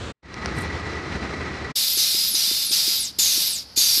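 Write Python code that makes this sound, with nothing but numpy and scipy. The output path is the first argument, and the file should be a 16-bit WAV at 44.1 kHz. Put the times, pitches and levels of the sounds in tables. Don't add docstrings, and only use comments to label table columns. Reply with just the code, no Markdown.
import sys
import numpy as np
from scipy import signal
from scipy.fft import rfft, irfft
from scipy.io import wavfile

SR = 44100
rng = np.random.default_rng(int(sys.argv[2]) if len(sys.argv) > 2 else 0)


def generate_wav(sig):
    pcm = np.round(np.clip(np.atleast_2d(sig).T, -1, 1) * 32767).astype(np.int16)
    wavfile.write(sys.argv[1], SR, pcm)


N = 176400
T = np.arange(N) / SR


def amp(db):
    return 10 ** (np.asarray(db) / 20)


def unit(x):
    return x / np.sqrt(np.mean(x ** 2) + 1e-20)


def noise(points):
    hz, db = np.transpose(points)
    shape = np.interp(np.log(np.fft.rfftfreq(N, 1 / SR) + 1), np.log(hz), db)
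    return unit(irfft(rfft(rng.standard_normal(N)) * amp(shape), N))


def wander(hz):
    keep_slow = 1 / (1 + (np.fft.rfftfreq(N, 1 / SR) / hz) ** 4)
    return unit(irfft(rfft(rng.standard_normal(N)) * keep_slow, N))


def whistle(hz, width_hz):
    r = np.exp(-np.pi * width_hz / SR)
    white = rng.standard_normal(N) + 1j * rng.standard_normal(N)
    slow = signal.lfilter([1], [1, -2 * r, r * r], white)
    phase = 2 * np.pi * np.cumsum(hz * np.ones(N)) / SR
    return unit((slow * np.exp(1j * phase)).real)


def level(points):
    return amp(np.interp(T, *np.transpose(points)))


TOP_HZ, WHISTLE_WIDTH_HZ = 15460, 680
# start in seconds, opening time in seconds, hiss, fizz and port ring levels
# in relative dB, ring pitch in Hz, the low whistle's starting pitch in Hz and level in dB, time in
# seconds when the pressure starts to run out, fall of the high whistle in Hz per second.
CYCLES = [(1.754, 0.0077, -0.5, 0.5, -32, 4960, 6030, -48, 1.827, 32000),
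          (1.972, 0.0021, -0.5, 0.5, -27.5, 4990, 6300, -27.5, 2.24, 57600),
          (2.343, 0.0056, -1, -1, -26, 4930, 6230, -29, 2.555, 41100),
          (2.712, .005, 0, -1, -26.5, 4930, 6140, -30, 2.935, 71700),
          (3.185, 0.0037, 0, 1.5, -32, 4890, 7070, -21.5, 3.413, 57100),
          (3.759, 0.018, 1, 3, -26, 4750, 6830, -21, 3.994, 50000)]


def exhaust():
    rows = np.array(CYCLES)
    now = np.maximum(np.searchsorted(rows[:, 0], T) - 1, 0)
    start, opening, hiss_db, fizz_db, ring_db, ring_hz, low_hz, low_db, runs_out, fall = rows[now].T
    age = np.maximum(T - start, 0)
    valve = np.clip(age / opening, 0, 1)
    falling_s = 0.02 * np.logaddexp(0, (T - runs_out) / 0.02)
    high_hz = np.maximum(TOP_HZ - fall * falling_s, 1)
    speed = high_hz / TOP_HZ
    closing = 1 / (1 + (3270 / high_hz) ** 4)
    flow = closing * amp(-10 * age + 0.74 * wander(hz=60))
    rush = rushing_air(speed, hiss_db, fizz_db, ring_db, ring_hz)
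    high = high_whistle(high_hz)
    low = amp(low_db - 41 * age) * speed ** 2 * whistle(low_hz - 7500 * age, width_hz=850)
    return valve * (flow * rush + high + low)


# pitch in Hz, relative level in dB.
HISS = [(300, -26), (1000, -25), (1800, -19.5), (2500, -11.5), (3100, -9.5), (3600, -2.5), (4500, 0.5),
        (5200, 0), (5900, -6), (7000, -9.5), (9000, -14.5), (16000, -33)]
FIZZ = [(3000, -32.5), (7000, -11.5), (8500, -6.5), (9700, -5), (10500, -1.5), (11900, 2), (12800, -4.5),
        (14000, -15.5), (15500, -16.5)]
# pitch in Hz, width in Hz, level in dB at full flow.
PORT_RINGS = [(3623, 160, -39.5), (4004, 110, -41.5), (4270, 160, -36), (5260, 84, -36)]


def rushing_air(speed, hiss_db, fizz_db, ring_db, ring_hz):
    port = amp(ring_db) * whistle(ring_hz, width_hz=180)
    port += sum(amp(db) * whistle(hz, width) for hz, width, db in PORT_RINGS)
    hiss = amp(hiss_db - 22) * noise(HISS)
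    fizz = amp(fizz_db - 27.5) * noise(FIZZ)
    return (hiss + port) * speed ** 0.81 + fizz * speed ** 1.4


def high_whistle(hz):
    loudest_hz, stall_hz, sputter_hz = 11500, 4160, 70.2
    faint = np.clip((hz - loudest_hz) / (TOP_HZ - loudest_hz), 0, 1)
    strength = np.minimum(hz / loudest_hz, 1) ** 0.96 / (1 + (stall_hz / hz) ** 10)
    sputter = amp(-28.5 - 18.5 * faint ** 2 + 3 * wander(sputter_hz))
    shaky_hz = hz * (1 + 0.014 * wander(sputter_hz))
    return strength * sputter * whistle(shaky_hz, WHISTLE_WIDTH_HZ)


# middle in seconds, pitch there in Hz, level in dB.
CHIRPS = [(2.865, 14500, -38), (3.36, 12700, -34), (3.974, 12020, -27)]


def chirps(swell_s=0.029, fall_hz_per_s=45000):
    out = np.zeros(N)
    for middle, hz, db in CHIRPS:
        since = np.clip(T - middle, -5 * swell_s, 5 * swell_s)
        swell = amp(db) * np.exp(-(since / swell_s) ** 2)
        out += swell * whistle(hz - fall_hz_per_s * since, WHISTLE_WIDTH_HZ)
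    return out


# start in seconds, relative level in dB.
KNOCKS = [(1.972, -31), (2.146, -30.5), (2.342, -34), (2.512, -30), (2.709, -33), (2.878, -31),
          (3.186, -30.5), (3.377, -31), (3.774, -29.5), (3.976, -34.5)]


def knocks(pitch_hz=330, decay_s=0.0012):
    out = np.zeros(N)
    for start, db in KNOCKS:
        age = np.maximum(T - start, 0)
        hz = pitch_hz * (1 + 0.06 * rng.standard_normal())
        pulse = 2 * (age / decay_s) ** 2 * np.exp(-age / decay_s)
        out += amp(db + 0.5) * pulse * np.sin(2 * np.pi * (hz * age + rng.random()))
    return out


def echoes(x, fade_s, count):
    taps = np.zeros(SR // 2)
    delays = rng.uniform(.001, fade_s, count)
    taps[(delays * SR).astype(int)] = rng.choice([-1., 1.], count) * amp(-60 * delays / fade_s)
    return signal.fftconvolve(x, taps / np.linalg.norm(taps))[:N]


# pitch in Hz, relative level in dB.
LEAK = [(2400, -24), (3600, -15), (4300, -7), (4800, -1.5), (5300, -7), (7000, -28), (9300, -35),
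        (10200, -20), (12000, -27), (16000, -39)]


def leak():
    return amp(-46.5) * noise(LEAK)


# start in seconds, relative level in dB.
CLICKS = [(0.3422, -27), (0.4593, -16)]
# pitch in Hz, relative level in dB, decay time in seconds.
CLICK_TONES = [(550, -3.5, .0007), (1900, 0, 0.00023), (4700, -2.5, 0.00027), (5650, -3.5, 0.00041),
               (8900, -17.5, .0003)]


def clicks():
    out = np.zeros(N)
    for start, db in CLICKS:
        age = np.maximum(T - start, 0)
        for hz, tone_db, decay_s in CLICK_TONES:
            pulse = age / decay_s * np.exp(1 - age / decay_s)
            out += amp(db + tone_db) * pulse * np.sin(2 * np.pi * (hz * age + rng.random()))
    return out


# pitch in Hz, relative level in dB.
RUSTLE = [(5000, -25), (8300, 5), (10000, -3), (12500, -11), (15500, -20)]


def rustle(middle_s=0.6, half_length_s=0.035):
    grains = unit(noise(RUSTLE) * amp(4 * wander(hz=200)))
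    return amp(-47) * grains / (1 + ((T - middle_s) / half_length_s) ** 4)


# pitch in Hz, relative dB.
FIRST_RUMBLE = [(24, -40), (40, -12), (80, -0.5), (173, -11.5), (257, -12), (392, -12.5), (454, -11),
                (804, -21.5), (1230, -17.5), (2060, -22.5), (3470, -23), (5430, -33.5), (7870, -34),
                (15000, -76)]
RUMBLE = [(25, -21), (48, -15), (66, -1), (100, -1.5), (120, -3.5), (155, -2.5), (240, -5), (390, -5.5),
          (580, -13), (1000, -13), (1250, -12.5), (1550, -14), (2050, -12.5), (3000, -23.5), (4300, -23),
          (5600, -27), (7000, -35), (9600, -45.5), (11500, -63), (15000, -70)]
SWELL = [(40, -25), (75, -5), (150, 2), (220, -11), (1000, -45), (8000, -80)]
# time in seconds, relative level in dB.
FIRST_LEVEL = [(0, -33), (.105, -32.5), (.12, -39.5), (.128, -92)]
RUMBLE_LEVEL = [(.22, -93), (.232, -49.5), (.28, -43.5), (.35, -36.5), (.46, -31), (.57, -30), (1.2, -30.5),
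                (1.715, -32.5), (1.728, -62), (1.735, -91)]
# pitch in Hz, width in Hz, level in dB against the rumble.
ENGINE_TONES = [(65.9, 6.3, -13), (79, 3.3, -14.5), (374, 58, -17), (1255, 53, -15.5), (1947, 65, -10),
                (4040, 100, -21.5)]


def traffic():
    tones = sum(amp(db) * whistle(hz, width) for hz, width, db in ENGINE_TONES)
    throb = amp(1.23 * wander(hz=40))
    swell = amp(-32) * np.exp(-((T - 0.565) / 0.042) ** 2) * noise(SWELL)
    first = level(FIRST_LEVEL) * noise(FIRST_RUMBLE)
    return swell + first + level(RUMBLE_LEVEL) * throb * (noise(RUMBLE) + tones)


# pitch in Hz, relative level in dB.
STREET = [(25, -30), (48, -25), (66, 4), (110, -4.5), (220, -1), (400, -11), (650, -12), (1000, -16),
          (1600, -17), (3000, -21), (8000, -36), (16000, -48)]


def street():
    return amp(-49.5) * noise(STREET)


def scene():
    air = exhaust() + chirps()
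    pump = air + knocks()
    near = amp(-5.5) * echoes(air, fade_s=0.08, count=80)
    far = amp(-21) * echoes(pump, fade_s=0.35, count=800)
    fade_in = np.clip((T - 1.751) / 0.0057, 0, 1)
    background = fade_in * (street() + leak())
    return (pump + near + far + background + traffic() + rustle() + clicks())[None]


def record(dry):
    lowpass = signal.firwin(511, 15550, window=("kaiser", 9), fs=SR)
    return signal.oaconvolve(dry, lowpass[None], "same")


dry = scene()
out = record(dry)
generate_wav(out)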